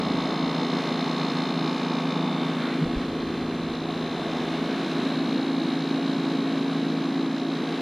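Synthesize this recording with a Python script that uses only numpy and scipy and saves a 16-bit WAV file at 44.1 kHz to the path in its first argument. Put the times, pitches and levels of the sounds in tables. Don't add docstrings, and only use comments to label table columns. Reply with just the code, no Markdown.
import sys
import numpy as np
from scipy.fft import rfft, irfft, next_fast_len
from scipy.io import wavfile
from scipy.ndimage import uniform_filter1d, map_coordinates

SR = 44100
rng = np.random.default_rng(int(sys.argv[2]) if len(sys.argv) > 2 else 0)


def int16_out(signal):
    q = np.round(np.clip(np.atleast_2d(signal).T, -1, 1) * 32767)
    wavfile.write(sys.argv[1], SR, q.astype(np.int16))


N = 344421

FAN_HZ, COMPRESSOR_HZ, MAINS_HZ = 27.23, 58.385, 60

STRONG_ORDERS = [6, 7, 8, 9, 10, 12]
WEAK_ORDERS = [3, 5, 11, 15, 26, 28, 30, 34]
# base level in dB, then dB gained when lifted,
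# facing right and passing the casing.
STRONG_LOBES = [(-36.5, -2.5, -0.5, 5), (-40, -11, 2.5, 7.5), (-48.5, 6.5, -1.5, 2), (-33.5, -1.5, -1, -2),
                (-36.5, 2, -7.5, 1), (-40, 2.5, -2, -1.5)]
WEAK_DB = [-77, -62, -62, -52, -51.5, -57.5, -56, -58.5]


def fan_hum(turns, view, scatter_rad, flutter_db):
    strong_db = [lobed_db(level, view) for level in STRONG_LOBES]
    hum = np.zeros(N)
    for order, db in zip(STRONG_ORDERS + WEAK_ORDERS, strong_db + WEAK_DB):
        phase = 2 * np.pi * order * turns + scatter_rad * wobble(0.99)
        hum += amp(db + flutter_db * wobble(7.8)) * np.sqrt(2) * np.cos(phase)
    return hum


# frequency in Hz, relative density in dB.
CASING_BOOM = [(25, -55), (55, -50), (85, -29), (118, -26.5), (145, -2), (200, 0), (260, 2.5), (320, -3.5),
               (420, -21.5), (800, -71)]
DUCT_ROAR = [(200, -56), (330, 0.5), (400, 1), (480, -3), (570, -9), (800, -33), (1500, -54)]
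BLADE_RUSH = [(300, -61), (510, -3.5), (580, 2.5), (700, 7), (790, 2), (880, 2.5), (1000, 0), (1150, 1),
              (1350, -13), (2000, -71)]
CASING_HOLLOW = [(250, -120), (420, -25), (490, 3), (540, -13), (620, -6), (720, -14), (810, -5), (885, 2),
                 (960, -7), (1080, -25), (1600, -120)]
COIL_HISS = [(700, -30), (1300, -1.7), (1580, 2), (2000, -4), (2900, -4.5), (3950, -8.5), (4500, -15),
             (5300, -18), (6400, -22.5), (7500, -26.5), (9000, -30.3), (10500, -29.5), (12000, -38),
             (15000, -50)]
# base level in dB, dB gained when lifted, dB gained facing right, dB per dB of exposure.
BOOM_LEVEL = (-34.5, 0, -1.5, 0.9)
ROAR_LEVEL = (-37, 1.63, 0.5, 1)
HISS_LEVEL = (-41.4, 0.5, 0.2, 1)
# time in seconds, level in dB.
RUSH_LEVEL = [(0, -36.5), (2.4, -38), (3.0, -42), (3.4, -42), (4.5, -36.8), (4.9, -39), (5.3, -37.5),
              (5.7, -39.5), (6.5, -39), (7.2, -41.5), (7.8, -39.5)]


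def fan_air(turns, view, throb):
    surge = 1 + throb * np.cos(2 * np.pi * turns)
    boom = amp(heard_db(BOOM_LEVEL, view) + 0.45 * wobble(8.4)) * unit(surge * noise(CASING_BOOM))
    roar = amp(heard_db(ROAR_LEVEL, view) + 0.28 * wobble(15)) * unit(surge * noise(DUCT_ROAR))
    rush_db, = curves(RUSH_LEVEL)
    rush = amp(rush_db + 0.53 * wobble(12)) * noise(BLADE_RUSH)
    lift, _, _ = view
    hollow = amp(-40.5) * (1 - lift) * noise(CASING_HOLLOW)
    hiss = amp(heard_db(HISS_LEVEL, view) + 0.7 * wobble(11)) * noise(COIL_HISS)
    return boom + roar + rush + hollow + hiss


def compressor(view, hunt_hz, jitter_turns, rough_db):
    lift, heading, _ = view
    slip_hz = MAINS_HZ - COMPRESSOR_HZ
    speed_hz = COMPRESSOR_HZ + hunt_hz * np.cos(2 * np.pi * 2 * slip_hz * clock())
    lag_turns = 0.0355 * lift + 0.0533 * heading
    turns = np.cumsum(speed_hz) / SR + jitter_turns * wobble(60) - lag_turns
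    travel = np.cumsum(0.4 / SR + 4 * abs(np.gradient(lift)) + 3 * abs(np.gradient(heading)))
    knocks = shell_knocks(turns, travel, view)
    gas = discharge_pipe(turns, travel, lift, pumping=0.56)
    ticks = shell_ticks(turns, travel, rebound_turns=0.197, scatter_db=1.0)
    tones = shell_tones(turns, travel, view)
    return (knocks + gas + ticks + tones) * amp(rough_db * wobble(58))


# frequency in Hz, width in Hz, moment in turns, relative level in dB.
KNOCK_MODES = [(1000, 18, 0.01, -16), (1089, 31, 0, -4), (1238, 67, 0.02, -6)]
RATTLE_MODES = [(2210, 220, .63, 8.5), (2957, 270, .88, 4.5), (4535, 45, 0.0222, -5)]
# base gain in dB, dB gained when lifted, dB gained facing right, dB per dB of exposure.
KNOCK_GAIN = (-37.5, -6.5, 1, 0.2)
RATTLE_GAIN = (-55, -3, 1, 1.5)


def shell_knocks(turns, travel, view):
    knock = ring_modes(turns, travel, KNOCK_MODES, glide=0, room=0.16, decay=0.11)
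    rattle = ring_modes(turns, travel, RATTLE_MODES, glide=0.023, room=2.5, decay=0.36)
    return amp(heard_db(KNOCK_GAIN, view)) * knock + amp(heard_db(RATTLE_GAIN, view)) * rattle


# frequency in Hz, width in Hz, moment in turns,
# rebound relative to the tick in dB.
TICK_MODES = [(3660, 70, -.01, -20), (3835, 85, .01, -13), (4180, 125, -.07, -1.5)]
# frequency in Hz, width in Hz, moment in turns,
# relative level in dB.
TICK_ECHOES = [(3700, 130, 0.05, -10), (3880, 90, .1, -6), (4190, 90, .12, -6.5)]
# time in seconds,
# levels of the low, middle and high mode in dB, gain of the echoes in dB.
TICK_LEVELS = [(0, -46.5, -50, -46.5, -47.5), (1.4, -44.5, -50, -44, -46.5), (1.8, -48.5, -49, -50, -49.5),
               (2.25, -47.5, -51.5, -59, -51), (2.6, -48, -51, -55, -48.5), (3.1, -60, -63, -59, -51.5),
               (3.75, -62, -49.5, -57, -49.5), (4.6, -53, -53, -55, -47.5), (5.1, -58, -46.5, -49, -47),
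               (5.6, -56, -43.5, -53, -48.5), (6.6, -56, -44.5, -56, -48.5), (7.3, -57, -49, -57, -50.5),
               (7.8, -59, -47.5, -51, -49)]


def shell_ticks(turns, travel, rebound_turns, scatter_db):
    *tick_db, echo_db = curves(TICK_LEVELS)

    def strike(*mode):
        force = amp(scatter_db * wobble(COMPRESSOR_HZ))
        return force * ring(turns, travel, mode, glide=0.0087, room=0.13, decay=0.16)

    ticks = np.zeros(N)
    for (hz, width, moment, rebound_db), db in zip(TICK_MODES, tick_db):
        tick = strike(hz, width, moment)
        rebound = amp(rebound_db) * strike(hz, width, moment + rebound_turns)
        ticks += amp(db) * unit(tick + rebound)
    smear = ring_modes(turns, travel, TICK_ECHOES, glide=0, room=1, decay=0.42, direct=0)
    return ticks + amp(echo_db) * smear


# frequency in Hz, width in Hz, moment in turns,
# base level in dB, then dB gained when lifted, facing right and passing the casing.
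TONE_MODES = [(3260, 55, .1, -62, 3, -1, 0), (3570, 34, .12, -53.5, 0, 5, 7.5),
              (4055, 42, .25, -52.5, 3, 0, -1), (4630, 48, .15, -66, 6, -1, 7)]


def shell_tones(turns, travel, view):
    _, _, exposure_db = view
    tones = np.zeros(N)
    for hz, width, moment, *level in TONE_MODES:
        tone = ring(turns, travel, (hz, width, moment), glide=0, room=0.15, decay=0.28)
        tones += amp(lobed_db(level, view) + exposure_db) * tone
    return tones


# frequency in Hz, width in Hz, moment in turns, relative level in dB.
PIPE_MODES = [(4900, 50, 0.02, -6), (5150, 66, 0.12, 1.5), (6380, 170, 0.3, -10)]
# frequency in Hz, relative density in dB.
GAS_SPECTRUM = [(3000, -28), (4300, -17), (4700, -3), (5100, 5), (5700, -3.5), (6300, -2), (7200, -13.5),
                (10000, -39), (14000, -60)]
# time in seconds, gain in dB.
PIPE_GAIN = [(0, -54.3), (1.4, -53.5), (2.0, -55), (2.35, -61), (3.6, -62), (4.3, -57), (4.7, -56.5),
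             (6.5, -58), (7.3, -58.5), (7.8, -55.5)]


def discharge_pipe(turns, travel, lift, pumping):
    ringing = ring_modes(turns, travel, PIPE_MODES, glide=0.02, room=0.5, decay=0.32)
    ringing *= amp(-8 * lift)
    flow = np.exp(pumping * np.cos(2 * np.pi * turns))
    puffs = amp(1.7 * wobble(10)) * unit(flow * noise(GAS_SPECTRUM))
    gain_db, = curves(PIPE_GAIN)
    return amp(gain_db) * (ringing + puffs)


def ring(turns, travel, mode, glide, room, decay, direct=1):
    hz, width, moment = mode
    size, patterns = 2048, 24
    order = np.arange(size // 2 + 1)
    offset = order - hz / COMPRESSOR_HZ
    chirp = np.exp(-2j * np.pi * glide * offset ** 2 / 2)
    tail = np.exp(-np.arange(size) / size / decay)
    echoes = rfft(rng.standard_normal((patterns, size)) * tail / np.linalg.norm(tail))
    band = np.exp(-(offset * COMPRESSOR_HZ / width) ** 2 / 2 - 2j * np.pi * order * moment)
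    cycles = irfft(band * (direct * chirp + room * echoes))
    cycles /= cycles.std(axis=1, keepdims=True)
    wave = map_coordinates(cycles, [travel, turns % 1 * size], order=1, mode="grid-wrap")
    power = uniform_filter1d(wave ** 2, size=round(4 * SR / COMPRESSOR_HZ))
    return wave / np.sqrt(power)


def ring_modes(turns, travel, modes, **shape):
    return sum(amp(db) * ring(turns, travel, mode, **shape) for *mode, db in modes)


# start in seconds, time until the fall in seconds, level in dB.
PUFFS = [(-.1, .1, -49), (2.787, 0.83, -44.5)]
# frequency in Hz, relative density in dB.
BUFFET_SPECTRUM = [(20, -9), (45, -11.5), (80, 0.5), (120, -2), (250, -7.5), (600, -67)]


def draught(rise_s, fall_db_per_s, still_db):
    strength = amp(still_db)
    for start, hold, db in PUFFS:
        t = clock() - start
        fall_db = fall_db_per_s * np.maximum(t - hold, 0)
        strength += np.clip(t / rise_s, 0, 1) * amp(db - fall_db)
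    return strength * amp(wobble(12)) * noise(BUFFET_SPECTRUM)


# centre in seconds, half-width in seconds, level in dB.
RUSTLE = (2.66, 0.16, -41.5)
# frequency in Hz, relative density in dB.
RUSTLE_SPECTRUM = [(700, -16), (1400, 11), (2200, 3), (3300, -13), (5000, -22), (9000, -38)]
# centre in seconds, frequency in Hz, half-width in seconds, peak in dB.
BUMPS = [(2.829, 161, 0.016, -18.5), (2.873, 36, 0.033, -40), (2.973, 46, 0.011, -22.5)]


def handling():
    centre, length, db = RUSTLE
    out = amp(db) * swell(centre, length) * noise(RUSTLE_SPECTRUM)
    for centre, hz, length, db in BUMPS:
        out += amp(db) * swell(centre, length) * np.cos(2 * np.pi * hz * (clock() - centre))
    return out


# time in seconds, heading from -1 (left) to 1 (right).
HEADING = [(2.6, -0.21), (3.9, 0.89), (4.4, 0.59), (5.3, -0.69), (6.5, -0.765), (7.2, -0.74), (7.81, -0.14)]
# time in seconds, relative level in dB.
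EXPOSURE = [(0, -40), (0.8, -39), (1.7, -40), (2.2, -40.5), (2.7, -40), (3.1, -42.5), (3.8, -43),
            (4.3, -41), (4.8, -39.5), (5.5, -41), (6.6, -41), (7.25, -43), (7.8, -40.5)]


def camera(lift_start_s, lift_length_s):
    progress = np.clip((clock() - lift_start_s) / lift_length_s, 0, 1)
    lift = (1 - np.cos(np.pi * progress)) / 2
    heading, = curves(HEADING)
    exposure_db, = curves(EXPOSURE)
    return lift, heading, exposure_db - exposure_db.mean()


def heard_db(level, view):
    base_db, lifted_db, right_db, follow = level
    lift, heading, exposure_db = view
    return base_db + lifted_db * lift + right_db * heading + follow * exposure_db


def lobed_db(level, view):
    base_db, lifted_db, right_db, pass_db = level
    lift, heading, _ = view
    passing_casing = swell(centre_s=2.27, half_width_s=0.25)
    return base_db + lifted_db * lift + right_db * heading + pass_db * passing_casing


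def amp(db):
    return 10 ** (np.asarray(db) / 20)


def unit(x):
    return x / np.sqrt(np.mean(x ** 2) + 1e-20)


def clock():
    return np.arange(N) / SR


def curves(rows):
    times, *columns = np.transpose(rows)
    return [np.interp(clock(), times, column) for column in columns]


def swell(centre_s, half_width_s):
    return np.exp(-((clock() - centre_s) / half_width_s) ** 2)


def wobble(rate):
    return map_coordinates(rng.standard_normal(int(N * rate / SR) + 4), [clock() * rate])


def filtered(x, response):
    size = next_fast_len(N + 8192)
    return irfft(rfft(x, size) * response(np.fft.rfftfreq(size, 1 / SR)), size)[..., :N]


def noise(spectrum):
    knots_hz, db = np.transpose(spectrum)
    white = rng.standard_normal(N)
    return unit(filtered(white, lambda hz: amp(np.interp(np.log(hz + 1), np.log(knots_hz), db))))


def scene():
    view = camera(lift_start_s=2.07, lift_length_s=1.075)
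    turns = FAN_HZ * clock()
    mid = fan_hum(turns, view, scatter_rad=0.39, flutter_db=0.5)
    mid += fan_air(turns, view, throb=0.075)
    mid += compressor(view, hunt_hz=0.019, jitter_turns=0.00012, rough_db=1.0)
    mid += draught(rise_s=0.08, fall_db_per_s=11.5, still_db=-84)
    mid += handling()
    side = amp(-62) * noise([(3400, -66), (4200, -30), (5200, 8.5), (6400, 7.5),
                             (7500, -6.5), (10000, -10.5), (12000, -31)])
    return np.array([mid + side, mid - side])


def record(dry):
    return filtered(dry, lambda hz: hz < 15100)


dry = scene()
out = record(dry)
int16_out(out)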